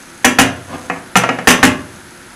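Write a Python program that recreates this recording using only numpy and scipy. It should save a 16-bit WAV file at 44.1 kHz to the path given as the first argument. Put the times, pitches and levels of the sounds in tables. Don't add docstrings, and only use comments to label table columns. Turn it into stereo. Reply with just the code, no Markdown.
import sys
import numpy as np
from scipy import signal
from scipy.fft import rfft, irfft
from scipy.io import wavfile

SR = 44100
rng = np.random.default_rng(int(sys.argv[2]) if len(sys.argv) > 2 else 0)


def wav_record(signal):
    frames = np.transpose(np.atleast_2d(signal))
    bounded = np.clip(frames, -1, 1)
    quanta = np.round(bounded * 32767).astype(np.int16)
    wavfile.write(sys.argv[1], SR, quanta)


N = 103635
TIME = np.arange(N) / SR


def from_db(db):
    return 10 ** (np.asarray(db) / 20)


def rms_one(x):
    return x / np.sqrt(np.mean(x ** 2) + 1e-20)


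def energy_one(x):
    return x / np.sqrt(np.sum(x ** 2))


def at_hz(points, hz):
    table_hz, values = np.transpose(points)
    return np.interp(np.log(np.maximum(hz, 1)), np.log(table_hz), values)


def noise(colour, dull_hz=None, size=N):
    hz = np.fft.rfftfreq(size, 1 / SR)
    gain = rms_one(from_db(at_hz(colour, hz)))
    if dull_hz:
        gain = gain / np.sqrt(1 + (hz / dull_hz) ** 2)
    return irfft(rfft(rng.standard_normal(size)) * gain, size)


def dense_ring(colour, t60, dull_hz=None, size=8192):
    return noise(colour, dull_hz, size) * from_db(-60 * TIME[:size] / t60)


def add(out, s, x):
    i = max(int(s * SR), 0)
    out[i:i + len(x)] += x[:N - i]


def through(x, response):
    return signal.fftconvolve(x, response)[:N]


def decay(t60):
    return np.exp(-np.log(1000) * TIME[:SR] / t60)


def modes(table):
    ring = np.zeros(SR)
    for hz, db, t60 in table:
        sign = rng.choice([-1, 1])
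        strength = from_db(db + 3 * rng.normal())
        ring += sign * strength * decay(t60) * np.cos(2 * np.pi * hz * TIME[:SR])
    return ring


def grains(per_s, spread_db):
    sizes = from_db(spread_db * np.minimum(rng.exponential(1, N), 4)) * rng.choice([-1, 1], N)
    return sizes * (rng.random(N) < per_s / SR)


# (frequency [Hz], level in a bump [dB], level in a knock [dB], t60 [s])
PAN_MODES = [(382, -21, -24.5, 0.49), (474.6, -20, -16, .25), (494, -22.5, -19.5, 0.4),
             (603.6, -19.5, -38, 0.54), (726, -23.5, -10, 0.12), (773, -8, -7.5, 0.099),
             (820, -18.5, -18, 0.31), (916, -26, -10.5, 0.12), (1075, -24, -24, 0.22),
             (1145, -26, -16.5, 0.21), (1252, -24, 0, 0.06), (1317, -17.5, -30, 0.26),
             (1369, -13, -11, 0.19), (1515, -9, -32, 0.094), (1687, -15, -17, 0.26), (1790, -1, -26, 0.077),
             (1845, -21, -21, 0.35), (1908, -9, -9, 0.16), (2130, -10, -8.5, 0.14), (2365, -20, -13, 0.27),
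             (2570, -13, -10, 0.17), (2560, -18.5, -18, 0.17), (2840, -17, -19.5, 0.35),
             (2960, -13.5, -10.5, 0.1)]
# (frequency [Hz], level [dB], t60 [s])
THUD_MODES = [(124.4, -22, 0.77), (172.5, -10, 0.37), (194.1, -7.5, 0.2)]
# (frequency [Hz], level [dB], t60 [s])
HOB_MODES = [(93, -36, 2.04), (121.86, -24, 0.6), (247.8, -6.5, 0.34), (273, -8, .38), (333.3, -23.5, 0.38)]
CONTACT_S, HOB_SWELL_S = 0.00056, 0.0058
ROOM_DB = -6.5


def blows(table, colour, crack_t60, crack_db, pan_modes):
    cracks, rings = np.zeros(N), np.zeros(N)
    contact = 1 - np.exp(-TIME[:SR] / CONTACT_S)
    swell = 1 - np.exp(-TIME[:SR] / HOB_SWELL_S)
    for s, db, dull_hz, pan_db, thud_db, hob_db in table:
        crack = dense_ring(colour, crack_t60, dull_hz)
        add(cracks, s, from_db(db + crack_db) * crack * contact[:len(crack)])
        dulling = signal.butter(1, dull_hz, fs=SR)
        pan = contact * signal.lfilter(*dulling, modes(pan_modes))
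        low = from_db(thud_db) * modes(THUD_MODES) + from_db(hob_db) * modes(HOB_MODES)
        add(rings, s, from_db(db) * (from_db(pan_db) * pan + swell * low))
    return cracks + rings + from_db(ROOM_DB) * kitchen(cracks)


# (time [s], level [dB], dull above [Hz], pan ring [dB], low thud [dB], hob boom [dB])
BUMPS = [(.2448, -4.5, 5000, 5, -7.5, 5.5), (.3862, 1, 3950, -1.5, -7.5, 2),
         (1.4722, 3, 4600, -5.5, -12.5, -3), (1.505, -6, 6000, -4, -2, -4.5),
         (1.6287, 1.5, 3670, -0.5, -5.5, 1)]
# (frequency [Hz], relative density [dB per Hz])
BUMP_CRACK_COLOUR = [(40, -5), (110, -7.5), (220, -3), (450, -5.5), (750, -2), (1100, 1), (1700, 3),
                     (2700, -4), (3600, -13.5), (6500, -13.5), (10000, -14), (15000, -22)]


def bumps():
    pan_modes = [(hz, bump_db, t60) for hz, bump_db, _, t60 in PAN_MODES]
    return blows(BUMPS, BUMP_CRACK_COLOUR, crack_t60=0.069, crack_db=1, pan_modes=pan_modes)


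# (time [s], level [dB], dull above [Hz], pan ring [dB], low thud [dB], hob boom [dB])
KNOCKS = [(.8984, -8, 1000, -2.5, -8, -10), (0.9605, -24, 1800, -10, -3, -20),
          (1.1555, 0.5, 2800, -2, -0.5, -20.5), (1.2362, -8, 2800, -2.5, -20, -11),
          (1.2893, -6.5, 2220, -1.5, -7.5, -6.5), (1.3864, -13, 1790, -3.5, -4, -8)]
# (frequency [Hz], relative density [dB per Hz])
KNOCK_CRACK_COLOUR = [(50, -40), (120, -18), (220, -5), (480, -4), (750, 1), (1000, -0.5), (1300, 3),
                      (1900, 1.5), (2800, -2), (3400, -16), (6500, -10), (10000, -23), (14000, -42)]
KNOCK_LOW_CUT_HZ = 100


def knocks():
    pan_modes = [(hz, knock_db, t60) for hz, _, knock_db, t60 in PAN_MODES]
    out = blows(KNOCKS, KNOCK_CRACK_COLOUR, crack_t60=0.051, crack_db=2, pan_modes=pan_modes)
    low_cut = signal.butter(2, KNOCK_LOW_CUT_HZ, "high", fs=SR, output="sos")
    return signal.sosfilt(low_cut, out)


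# (time [s], level [dB], fade length [s])
CLATTERS = [(0.2479, 3, 0.011), (0.389, -2.5, 0.033), (1.164, -6, 0.023), (1.476, -1.5, 0.027),
            (1.504, -4, 0.026), (1.635, -5.5, 0.034)]
# (frequency [Hz], relative density [dB per Hz])
CLATTER_COLOUR = [(300, -7), (1500, -2.5), (2800, 2), (4400, -9.5), (6200, -3.5), (8500, -7), (10200, -7.5),
                  (12000, -13.5), (15000, -26.5)]
# (frequency [Hz], level [dB], t60 [s])
RIM_MODES = [(6040, -13, .07), (6130, -14, .06), (6930, -16, .06), (10230, -18, .06)]
CHATTER_PER_S, CHATTER_SPREAD_DB = 330, 2
CLATTER_T60_S, CLATTER_ROOM_DB = 0.013, -8


def clatter():
    out = np.zeros(N)
    for s, db, length in CLATTERS:
        add(out, s, from_db(db) * modes(RIM_MODES))
        for k, (late, strength) in enumerate(rng.uniform(-1.1, 1, (16, 2))):
            jitter = .5 * late * (k > 0)
            delay = (k + jitter) / CHATTER_PER_S
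            fade = np.exp(-(delay / length) ** 2)
            gain = fade * from_db(db + CHATTER_SPREAD_DB * strength)
            add(out, s + delay, gain * dense_ring(CLATTER_COLOUR, CLATTER_T60_S, size=2048))
    return out + from_db(CLATTER_ROOM_DB) * kitchen(out)


# (time [s], level [dB])
SLIDE_LEVEL = [(.64, -53), (.70, -32.5), (0.749, -22), (.78, -32.5), (.86, -35.5), (.92, -48)]
# (frequency [Hz], relative density [dB per Hz])
SLIP_COLOUR = [(60, -18), (160, -3), (255, 8.5), (370, -9), (550, -1), (800, -5.5), (1400, -11),
               (3000, -21), (10000, -44)]
SLIPS_PER_S = 1500


def shift():
    s, db = np.transpose(SLIDE_LEVEL)
    slip = dense_ring(SLIP_COLOUR, t60=0.16)
    slips = rms_one(through(grains(SLIPS_PER_S, spread_db=4.5), slip))
    sliding = (TIME > s[0]) * (TIME < s[-1])
    return slips * from_db(np.interp(TIME, s, db)) * sliding


# (frequency [Hz], relative density [dB per Hz])
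HISS_COLOUR = [(18, -41), (30, -12.5), (228, -4.5), (312, -7), (364, -1.5), (394, -18), (511, -8.5),
               (567, -15.5), (978, -10.5), (1060, -17), (1410, -6), (2630, -18), (9640, -25), (10400, -16),
               (15000, -52)]
# (frequency [Hz], relative density [dB per Hz])
CRACKLE_COLOUR = [(800, 8), (2000, 0), (4500, 1), (10000, 6), (13000, -58)]
# (time [s], level [dB])
CRACKLE_LEVEL = [(0, 1), (.2, 2), (.65, -1), (.82, 5), (1.05, -3.5), (1.9, -1.5), (2.35, -3.5)]
HISS_DB, CRACKLE_DB = -37.5, -47
CRACKLES_PER_S, CRACKLE_SPREAD_DB = 1200, 4


def sizzle():
    burst = dense_ring(CRACKLE_COLOUR, t60=0.0077, size=512)
    crackle = rms_one(through(grains(CRACKLES_PER_S, CRACKLE_SPREAD_DB), burst))
    crackle_db = CRACKLE_DB + np.interp(TIME, *np.transpose(CRACKLE_LEVEL))
    return from_db(HISS_DB) * noise(HISS_COLOUR) + from_db(crackle_db) * crackle


# (frequency [Hz], t60 [s])
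ROOM_T60 = [(60, 0.33), (130, 1), (300, 0.77), (1000, 0.41), (3000, 0.34), (7000, 0.24), (14000, 0.18)]
ROOM_BUILD_S = 0.006


def kitchen(x):
    hz = np.fft.rfftfreq(SR, 1 / SR)
    white = rfft(rng.standard_normal(SR))
    tail = np.zeros(SR)
    edges = np.geomspace(25, 20000, 13)
    for low, high in zip(edges, edges[1:]):
        band = irfft(white * (hz >= low) * (hz < high), SR)
        tail += band * decay(at_hz(ROOM_T60, np.sqrt(low * high)))
    tail *= 1 - np.exp(-TIME[:SR] / ROOM_BUILD_S)
    return through(x, energy_one(tail))


# (frequency [Hz], relative density [dB per Hz])
PORT_COLOUR = [(60, 2), (250, -11), (1400, -14), (2600, 6), (12000, 9)]
# (frequency [Hz], relative density [dB per Hz])
SIDE_NOISE_COLOUR = [(18, -34), (30, -4), (132, -5), (1090, -2), (1340, -8), (3680, 2), (7240, -10),
                     (11300, -6), (15000, -15)]
SIDE_DB, SIDE_NOISE_DB = -40, -61


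def width(pan):
    port = energy_one(dense_ring(PORT_COLOUR, t60=.03, size=2048))
    mismatch = from_db(SIDE_DB) * through(pan, port)
    return mismatch + from_db(SIDE_NOISE_DB) * noise(SIDE_NOISE_COLOUR)


def scene():
    pan = bumps() + knocks() + clatter() + shift()
    side = width(pan) * np.array([[1], [-1]])
    return pan + sizzle() + side


OVERLOAD, OVERLOAD_KNEE = 0.93, 14


def record(dry):
    flat = dry / (1 + np.abs(dry / OVERLOAD) ** OVERLOAD_KNEE) ** (1 / OVERLOAD_KNEE)
    top_cut = signal.cheby2(12, 70, 16500, fs=SR, output="sos")
    return np.clip(signal.sosfilt(top_cut, flat), -1, 1)


dry = scene()
out = record(dry)
wav_record(out)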